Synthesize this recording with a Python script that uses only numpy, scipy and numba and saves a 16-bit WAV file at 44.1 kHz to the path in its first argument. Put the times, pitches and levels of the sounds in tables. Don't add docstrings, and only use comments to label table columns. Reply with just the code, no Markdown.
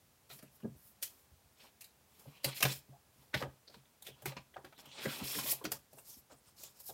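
import sys
import numpy as np
from scipy import signal
from scipy.fft import rfft, irfft
from scipy.io import wavfile
from scipy.ndimage import uniform_filter1d
from numba import njit

SR = 44100
rng = np.random.default_rng(int(sys.argv[2]) if len(sys.argv) > 2 else 0)


def undo_db(level):
    steps = np.asarray(level, float) / 20
    return 10 ** steps


def put_to_file(sound):
    columns = np.atleast_2d(sound).T
    safe = np.clip(columns, -1, 1)
    whole_steps = np.round(safe * 32767)
    wavfile.write(sys.argv[1], SR, whole_steps.astype(np.int16))


N = 305613

# (t/s, peak level/dB, resonance f/Hz, sizzle level/dB, flap level/dB)
PEN = [
    (0.3007, -43.5, 3860, -16, -4.5),
    (0.311, -44.5, 3870, -13, -5),
    (0.3896, -53, 4600, 3, 1),
    (0.4261, -59, 1800, 11, 10),
    (0.6019, -64.5, 3150, 3, 6),
    (1.0266, -31, 5900, 8, -22),
    (1.8092, -46.5, 5600, 6, -26),
    (1.8425, -48, 4030, 4, -37),
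    (2.195, -59.5, 6500, 10.5, -1),
]
CARD = [
    (2.4451, -21, 4260, 0.5, -26.5),
    (2.6059, -28.5, 5700, -2, -3.5),
    (2.6268, -13.5, 2770, -1.5, -8.5),
    (2.6521, -22, 1740, -20, 1),
    (2.561, -46, 3970, 0, -10),
    (3.345, -31.5, 5000, -7.5, -8),
    (3.4057, -42.5, 4300, -3, 5.5),
]
WALLET = [
    (4.0665, -38, 3500, -2, -7.5),
    (4.2215, -54.5, 3240, 9.5, -3),
    (4.2575, -32, 2390, 3, 1),
    (4.3197, -46.5, 2630, -26, 7),
    (4.3672, -36, 2630, -24, 0),
    (4.6468, -47, 2020, -3.5, 4),
    (4.7881, -50, 3350, -22, -2),
    (4.8569, -48, 3130, -1, -7),
]
BANKNOTES = [(5.3871, -34, 3400, 4, 3), (5.6418, -39.5, 3270, 3, -3), (5.6521, -27.5, 5530, -10, -4),
             (5.7183, -30, 4570, 8, -4.5), (5.932, -61.5, 4170, 13, -10), (5.9845, -52, 2760, 4.5, -1),
             (6.6345, -42.5, 6430, 6, -28), (6.641, -58, 7500, 0, -22), (6.664, -65, 6200, -5, -13),
             (6.7717, -64, 5000, 10, -12), (6.8018, -63.5, 5390, 21, 9), (6.863, -62, 4960, 19, -3),
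             (6.882, -60, 6470, 12, -10), (6.897, -53, 6000, 13, -8)]
TICKS = [(1.8193, -46, 2660, 3, -12), (2.633, -25.5, 2400, -10, -2.5), (2.6545, -32, 4170, 3, -3),
         (2.664, -39, 2400, -9, -2), (3.3415, -20.5, 2100, -25, 0), (3.3435, -24, 3850, -16, -15),
         (3.35, -30, 2050, -22, 1.5), (3.4235, -29.5, 1950, -18, 2), (3.434, -40.5, 1220, -25, 4),
         (3.678, -40.5, 4530, -30, -12), (3.6994, -50, 4770, -10, -14), (3.7429, -47, 4270, -10, 2.5),
         (3.8551, -60, 3770, -19, 1), (4.0235, -45.5, 3700, 6.5, -8.5), (4.5404, -46.5, 1950, -16, -5),
         (4.5424, -48, 3300, -22, -20), (4.566, -41.5, 1480, -28, -1), (4.575, -45, 1720, -26, -6),
         (4.7264, -51, 2280, -10, 4), (4.915, -46, 3960, -27, -26), (5.0554, -26, 2030, -28, 0),
         (5.35, -33.5, 1960, -8, -1), (5.46, -40, 2000, -6, 0), (6.582, -48, 4400, -17, -20)]


def snaps(table, t60, pocket, spread, lead_s=.012, lead_db=-28):
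    rise_s, crack_s, tail_db = 0.0019, 0.0034, -9
    out, t = np.zeros(N), np.arange(SR // 4) / SR
    after = np.maximum(t - lead_s, 0)
    rattle = undo_db(tail_db - 60 * after / t60)
    shape = (1 - np.exp(-after / rise_s)) ** 2 * (np.exp(-after / crack_s) + rattle)
    creak = undo_db(lead_db) * t / lead_s * (after < rise_s)
    shape = shape + creak
    for s, db, hz, sizzle_db, flap_db in table:
        bursts = np.minimum(np.abs(crackle(len(t), 0.022, 2.3)), 6)
        creases = 1 + 0.42 * bursts * np.exp(-after / 0.016)
        low, mid, top = (shape * creases * crackle(len(t), .3, 2.0) for _ in range(3))

        broad = band(band(mid, 2230, 6800), 1090, 6500)
        tuned = band(band(mid, 0.822 * hz, 1.06 * hz), 0.87 * hz, 1.34 * hz)
        sheet = pocket * unit(tuned)
        sheet = sheet + spread * (unit(broad) + 0.77 * patches(broad, 1820, 7360, 45.0, count=14))

        edge = unit(band(top, 6700, 13400)) + 0.54 * unit(band(top, 10500, 14700))
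        edge = edge + 0.31 * patches(top, 7000, 20000, 80, count=8)
        flap = 1.29 * patches(low, 460, 1685, 29, count=6) + unit(band(low, 460, 2370))
        size = undo_db(db - 6.0) * np.sqrt(np.mean(shape ** 2))
        add(out, s - .002 - lead_s, size * (sheet + undo_db(sizzle_db) * edge + undo_db(flap_db) * flap))
    return out


# (fastest at t/s, rise/s, fall/s, level/dB, brightness/dB per layer)
BRUSHES = [
    (.335, 0.049, 0.074, -62, 3),
    (.56, 0.056, 0.026, -82, 9.5),
    (.88, 0.14, 0.064, -78, 9.5),
    (1.08, 0.026, 0.21, -74.5, 4),
    (2.204, 0.14, 0.21, -73, 0.5),
    (3.23, 0.13, 0.12, -74, -1),
]
SLIDES = [(1.13, 0.072, 0.064, -84, -9), (1.64, 0.081, 0.067, -62.5, -1.5),
          (2.38, 0.16, 0.098, -75.5, -3.5), (2.49, 0.06, 0.058, -49, -2), (2.574, 0.034, 0.081, -49.5, 5),
          (2.665, 0.035, 0.05, -46.5, 1), (2.725, 0.053, 0.022, -46, 1), (2.76, 0.057, 0.042, -55.5, 7),
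          (2.8, .02, 0.02, -74, 6), (2.95, 0.08, 0.027, -96, -13.5), (3.37, 0.022, 0.074, -55, 1.5),
          (3.438, 0.049, 0.023, -57, -6.5), (3.754, 0.091, 0.063, -69.5, -1.5),
          (4.082, 0.043, 0.03, -57.5, 2.5), (4.19, 0.036, 0.17, -76.5, -10), (4.28, 0.027, 0.045, -52, 1.5),
          (4.385, 0.033, 0.045, -69.5, -11), (4.67, 0.013, 0.065, -73.5, -4),
          (4.805, 0.031, 0.02, -56.5, 0.5)]
FANS = [(5.735, 0.022, 0.049, -52.5, -0.5), (5.93, 0.022, 0.047, -74, 3.7), (5.99, 0.041, 0.067, -78, 14),
        (6.1, 0.059, 0.054, -60, 6.5), (6.185, 0.066, 0.031, -71, 8.5), (6.325, 0.033, 0.036, -63.5, -4),
        (6.49, 0.063, 0.035, -68.5, 1.5), (6.6, 0.042, 0.068, -60, 3.5), (6.66, 0.055, 0.079, -64, 2.5),
        (6.77, 0.033, 0.026, -65, 0.5), (6.809, 0.023, 0.018, -62.5, 8.5), (6.845, 0.022, 0.017, -70, 12.5),
        (6.882, 0.03, 0.028, -59.5, 12.5), (6.925, .03, .04, -68, 9)]
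# (t/s, level/dB, brightness/dB per layer)
REACH = [
    (4.83, -71, -11.5),
    (4.9, -68.5, -3.5),
    (4.95, -62, -2.5),
    (4.99, -53, -4),
]
PULL = [
    (5.005, -56, -7.5),
    (5.04, -50.5, -1.5),
    (5.07, -52.5, -4.5),
    (5.1, -52.5, -1.5),
    (5.15, -50.5, -1.5),
    (5.19, -51, -3),
    (5.23, -52.5, -7.5),
]
DRAW = [
    (5.245, -49.5, 3),
    (5.36, -47.5, 5),
    (5.395, -45.5, 3.5),
    (5.425, -51.5, 3.5),
    (5.48, -48, 5.5),
    (5.52, -43, 11),
    (5.55, -58.5, 8),
    (5.63, -78, -12),
]
CLOTH, PLASTIC, POLYMER = (5, 0.5, -1.5, -2.5, -3.5), (-3, -2.2, 2.5, -5, -7), (-1.5, 1, -6, -3.5, -8)
ZIP, POCKET, WAD = (-16, 0.5, 3, -6.5, -6.5), (3.5, 1.5, 3, -4.5, -9.5), (0.1, 0.4, 2, -2.5, -3.5)
SLOPE = (1.41, 0.64, -0.36, -1.45, -1.05)


def rubs():
    fade_s, swell_db = .015, 7
    t, gain = np.arange(N) / SR, np.zeros((5, N))
    slope = np.array(SLOPE)[:, None]
    for course, colour in contacts():
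        s, db, tilt = np.transpose(course)
        touch = np.clip(np.minimum(t - s[0], s[-1] - t) / fade_s + 1, 0, 1)
        layer_db = np.interp(t, s, db) + slope * np.interp(t, s, tilt) + np.array(colour)[:, None]
        gain += touch * undo_db(layer_db)
    pops = uniform_filter1d(np.abs(crackle(N, 0.0016, 2.9)), size=60)
    grip = 0.24 * walk(37) + np.minimum(0.6 * pops, 10)
    # (from f/Hz, to f/Hz, share of samples that slip, flicker level/dB, resonance share)
    layers = [(9900, 15300, 0.37, 0.79, 0.072), (4210, 8700, .2, 1.3, 0.47), (1806, 4500, 0.25, 3.06, 0.52),
              (416.0, 1400, 0.12, 3.8, 0.45), (109.7, 420, 0.022, 3.1, .3)]
    out = 0
    for g, (lo_hz, hi_hz, share, flicker_db, tuned) in zip(gain, layers):
        slips = crackle(N, share, 1.2)
        modes = 0
        for _ in range(10):
            swell = undo_db(swell_db * np.minimum(walk(14), 1.1))
            modes = modes + swell * patches(slips, lo_hz, min(hi_hz, 15000), 130, count=1)
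        hiss = unit(band(band(slips, lo_hz, hi_hz), 0.43 * lo_hz, 1.16 * hi_hz))
        out = out + g * undo_db(grip + flicker_db * walk(60)) * unit(hiss + tuned * unit(modes))
    return undo_db(-2.5) * out


def contacts():
    materials = [(BRUSHES, CLOTH), (SLIDES, PLASTIC), (FANS, POLYMER)]
    strokes = [(arc(*row), colour) for table, colour in materials for row in table]
    return strokes + [(REACH, ZIP), (PULL, POCKET), (DRAW, WAD)]


def arc(s, rise, fall, db, tilt):
    end_db, knee, knee_db = 32, 0.82, 9.5
    shape = [(-rise, end_db), (-rise * knee, knee_db), (0, 0), (fall * knee, knee_db), (fall, end_db)]
    return [(s + late, db - loss_db, tilt) for late, loss_db in shape]


# (t/s, length/s, from f/Hz, to f/Hz, level/dB)
WHISTLES = [(2.293, 0.17, 2300, 3100, -69), (2.44, 0.064, 9000, 9060, -51.5),
            (2.635, 0.053, 13000, 13500, -50), (2.68, 0.052, 3000, 4520, -48.5),
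            (2.697, 0.033, 6000, 8500, -52), (2.902, 0.078, 700, 780, -66), (3.4, .02, 4500, 5240, -57),
            (3.435, 0.036, 800, 590, -49), (3.678, .11, 4700, 4070, -75), (4.733, 0.074, 3000, 4500, -70),
            (4.85, 0.095, 5500, 7000, -71), (4.922, 0.054, 7800, 7840, -67),
            (4.913, 0.052, 3900, 4050, -60.5), (4.839, 0.17, 2800, 3260, -63),
            (4.028, .035, 12000, 12000, -63), (4.088, .075, 3200, 3170, -68),
            (4.999, .08, 9000, 13700, -63.5), (5.3, .08, 3400, 3300, -53), (5.443, .06, 3000, 3770, -50),
            (0.612, .03, 2700, 2710, -73.5), (0.441, .05, 2900, 2500, -75), (6.346, .06, 9000, 9000, -73),
            (5.729, 0.042, 7000, 6000, -69), (4.977, .07, 7500, 10900, -69), (4.998, 0.16, 1500, 1518, -53),
            (5.235, 0.093, 5000, 4800, -57), (5.45, 0.095, 13500, 12500, -46),
            (5.606, 0.03, 1000, 1065, -56), (5.965, 0.044, 8500, 8400, -61.5), (6.07, .1, 6500, 5520, -63),
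            (6.101, 0.12, 12500, 12000, -65), (6.108, 0.049, 3500, 3220, -72),
            (6.305, .035, 7500, 7530, -67), (6.457, .045, 9000, 9000, -71), (6.573, .13, 4000, 3490, -68),
            (6.58, 0.11, 6500, 7240, -61), (6.767, 0.046, 5000, 4900, -73),
            (6.85, 0.036, 13000, 12900, -56), (6.877, 0.04, 4000, 3530, -63)]


def whistles():
    width, rise, fall = 0.11, 0.38, 0.19
    out = np.zeros(N)
    for s, length, from_hz, to_hz, db in WHISTLES:
        way = np.linspace(0, 1, int(SR * length))
        phase = 2 * np.pi * np.cumsum(from_hz + (to_hz - from_hz) * way) / SR
        smooth = signal.butter(2, width * from_hz, fs=SR)
        a, b = (signal.lfilter(*smooth, crackle(len(way), 0.13, 2.1)) for _ in range(2))
        swell = np.clip(np.minimum(way / rise, (1 - way) / fall), 0, 1)
        add(out, s, undo_db(db) * swell * unit(a * np.cos(phase) + b * np.sin(phase)))
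    return out


# (t/s, peak level/dB, boom level/dB, shudder level/dB)
THUDS = [(0.431, -45.5, -14, -24), (0.633, -40, -7, -35), (0.646, -27.5, -25, -34), (0.68, -65.5, 18, 0),
         (0.744, -56, -9, 3), (1.309, -70.5, 1, 19), (1.44, -71, -8, 13), (2.275, -52.5, 2.5, -17),
         (2.63, -37.5, 6.5, -35), (2.763, -56.5, -6, 0), (2.882, -54, 3, -19), (3.171, -67.5, 5.5, -10),
         (3.352, -44.5, 5.5, 2), (3.468, -54, -21, 7.5), (3.765, -54.5, -6.5, -35), (4.367, -43, -12, -11),
         (4.859, -53, -13, -12), (5.067, -32, -21, -43), (5.216, -36, -11, -10), (5.374, -36.5, -12.5, -22),
         (5.651, -40, -18, -13), (5.78, -60, -13, -1), (5.935, -56.5, -20, -15), (6.168, -59.5, -13, -1)]
# (t/s, peak level/dB, knock f/Hz, boom level/dB)
RAPS = [(0.308, -60, 750, 1.5), (1.022, -54, 565, -29), (2.256, -49.5, 580, 3), (2.444, -32, 567, -6),
        (2.653, -33.5, 765, -13), (2.924, -58.5, 685, -14), (3.341, -35.5, 424.6, 1), (3.416, -34, 550, -8),
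        (3.455, -40.5, 540, -43), (3.697, -56, 610, -11), (4.085, -47.5, 450, -10.5), (4.221, -51, 600, -2),
        (4.257, -40, 362, -1), (4.563, -38.5, 757, -23), (4.644, -45.5, 354, -21), (5.053, -33, 380, -27),
        (5.454, -43.5, 620, -9.5), (5.526, -42.5, 850, -13), (5.614, -48, 424, -16),
        (5.645, -31.5, 315, -22), (5.715, -44, 480, -13), (5.929, -54.5, 620, -15),
        (5.973, -52.5, 663, -19), (5.984, -57.5, 747, -27), (6.321, -53, 610, -15.5),
        (6.632, -55, 640, -13), (6.893, -43, 760, -18)]
DESK = [(132.7, 5.5, 0.24), (145.3, 3.5, 0.099), (184, -5, 0.2)]
LEGS = [(62, -13, 0.11), (79, -2.5, 0.16)]
BINDER = [(347, 2.5, 0.019), (377, -21, 0.1), (601, 3.5, 0.065), (784, 4, 0.055), (780, -24, 0.032),
          (1165, -13, .1), (1604, 4, 0.045)]


def thumps():
    push_s, land_s = 0.0013, 0.0049
    out, top, legs, t = np.zeros(N), np.zeros(N), np.zeros(N), np.arange(SR // 4) / SR
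    push = np.sin(np.pi * np.clip(t / push_s, 0, 1)) ** 2
    push = push / push.sum()
    swell = 1 - np.exp(-t / land_s)
    # (t/s, peak/dB, knock f/Hz, boom/dB, shudder/dB, t60/s, binder/dB, scuff/dB)
    landings = [(s, db, 205, boom, shudder, 0.1, -25.5, -1.5) for s, db, boom, shudder in THUDS]
    landings += [(s, db, hz, boom, -22.5, 0.14, -14, -5) for s, db, hz, boom in RAPS]
    for s, db, hz, boom_db, shudder_db, t60, body_db, scuff_db in landings:
        skin = band(band(rng.standard_normal(len(t)), 0.44 * hz, 1.38 * hz), 150, 990)
        scuff = unit(skin) * undo_db(-60 * t / t60)
        knock = ring(t == 0, hz, 0.36 * t60)
        body = 0
        for f, d, r in BINDER:
            a, b = rng.standard_normal(2)
            body = body + undo_db(d + 2.5 * a) * ring(t == 0, f * (1 + 0.016 * b), min(r, t60))
        hit = 1.62 * knock + undo_db(body_db) * body + undo_db(scuff_db) * scuff
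        add(out, s - .002, undo_db(db) * swell * hit)
        add(top, s + 0.00737, undo_db(db + boom_db) * push)
        add(legs, s + 0.0039, undo_db(db + shudder_db) * push)
    boom = sum((-1) ** k * undo_db(d - 3.5) * ring(top, f, r) for k, (f, d, r) in enumerate(DESK))
    shudder = sum(undo_db(d) * ring(legs, f, r) for f, d, r in LEGS)
    return out + boom + shudder


def small_room(x):
    t60_s, damp = 0.27, 0.082
    lags = rng.integers(300, 1900, 8)
    return walls(x + 1e-18, lags, undo_db(-60 * lags / SR / t60_s), damp)


@njit
def walls(x, lags, gain, damp):
    line, soft, out = np.zeros((8, 4096)), np.zeros(8), np.zeros(len(x))
    for i in range(len(x)):
        total = 0.
        for k in range(8):
            soft[k] += (1 - damp) * (gain[k] * line[k, (i - lags[k]) & 4095] - soft[k])
            total += soft[k]
        out[i] = soft[0] - soft[3] + soft[5] - soft[6]
        for k in range(8):
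            line[k, i & 4095] = x[i] + soft[k] - total / 4
    return out


# (f/Hz, level/dB per Hz)
AIR = [(18, -59), (30, -3.5), (124, -5.5), (227, -10), (295, -14.5), (364, -13.5), (822, -14), (1220, -18),
       (2980, -21.5), (12000, -23), (16000, -23)]


def air():
    hz, db = np.transpose(AIR)
    bins = np.arange(N // 2 + 1) * SR / N + 1
    colour = undo_db(np.interp(np.log(bins), np.log(hz), db))
    tone = unit(irfft(rfft(rng.standard_normal(N)) * colour, N))
    flutter = band(tone, 40, 400) * (undo_db(1.2 * walk(22)) - 1)
    return undo_db(-69) * (tone * undo_db(0.3 * walk(0.18)) + flutter)


def unit(x):
    return x / np.sqrt(np.mean(x ** 2) + 1e-30)


def band(x, lo_hz, hi_hz):
    return signal.sosfilt(signal.butter(2, [lo_hz, hi_hz], "band", fs=SR, output="sos"), x)


def ring(x, hz, t60):
    pole = np.exp(2j * np.pi * hz / SR - np.log(1000) / (t60 * SR))
    return signal.lfilter([1], [1, -pole], x).imag


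def patches(x, lo_hz, hi_hz, q, count):
    out = 0
    for place, strength in rng.random((count, 2)):
        hz = lo_hz * (hi_hz / lo_hz) ** place
        out = out + undo_db(9.5 * strength) * ring(x, hz, q / hz)
    return unit(out)


def crackle(size, share, spread_db):
    clicks = (rng.random(size) < share) * rng.standard_normal(size)
    return unit(clicks * undo_db(spread_db * rng.exponential(size=size)))


def walk(rate):
    k = int(SR / rate)
    steps = np.repeat(rng.standard_normal(N // k + 1), k)
    return 1.24 * uniform_filter1d(uniform_filter1d(steps, k), k)[:N]


def add(out, s, piece):
    i = int(s * SR)
    out[i:i + len(piece)] += piece[:N - i]


def scene():
    near = thumps() + rubs() + whistles()
    for table, t60 in [(PEN, 0.16), (CARD, 0.1), (WALLET, 0.11), (BANKNOTES, 0.1)]:
        near = near + snaps(table, t60, pocket=0.91, spread=0.84, lead_db=-29)
    near = near + snaps(TICKS, 0.061, pocket=1.15, spread=0.12)
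    return (near + undo_db(-17) * small_room(near) + air())[None]


def roll_off(x):
    return signal.sosfilt(signal.butter(12, 17020, fs=SR, output="sos"), x)


def record(dry):
    x = signal.sosfilt(signal.butter(6, 54, "high", fs=SR, output="sos"), dry)
    mix = signal.sosfilt(signal.ellip(10, .2, 70, 15900, fs=SR, output="sos"), x)
    return roll_off(mix)


dry = scene()
out = record(dry)
put_to_file(out)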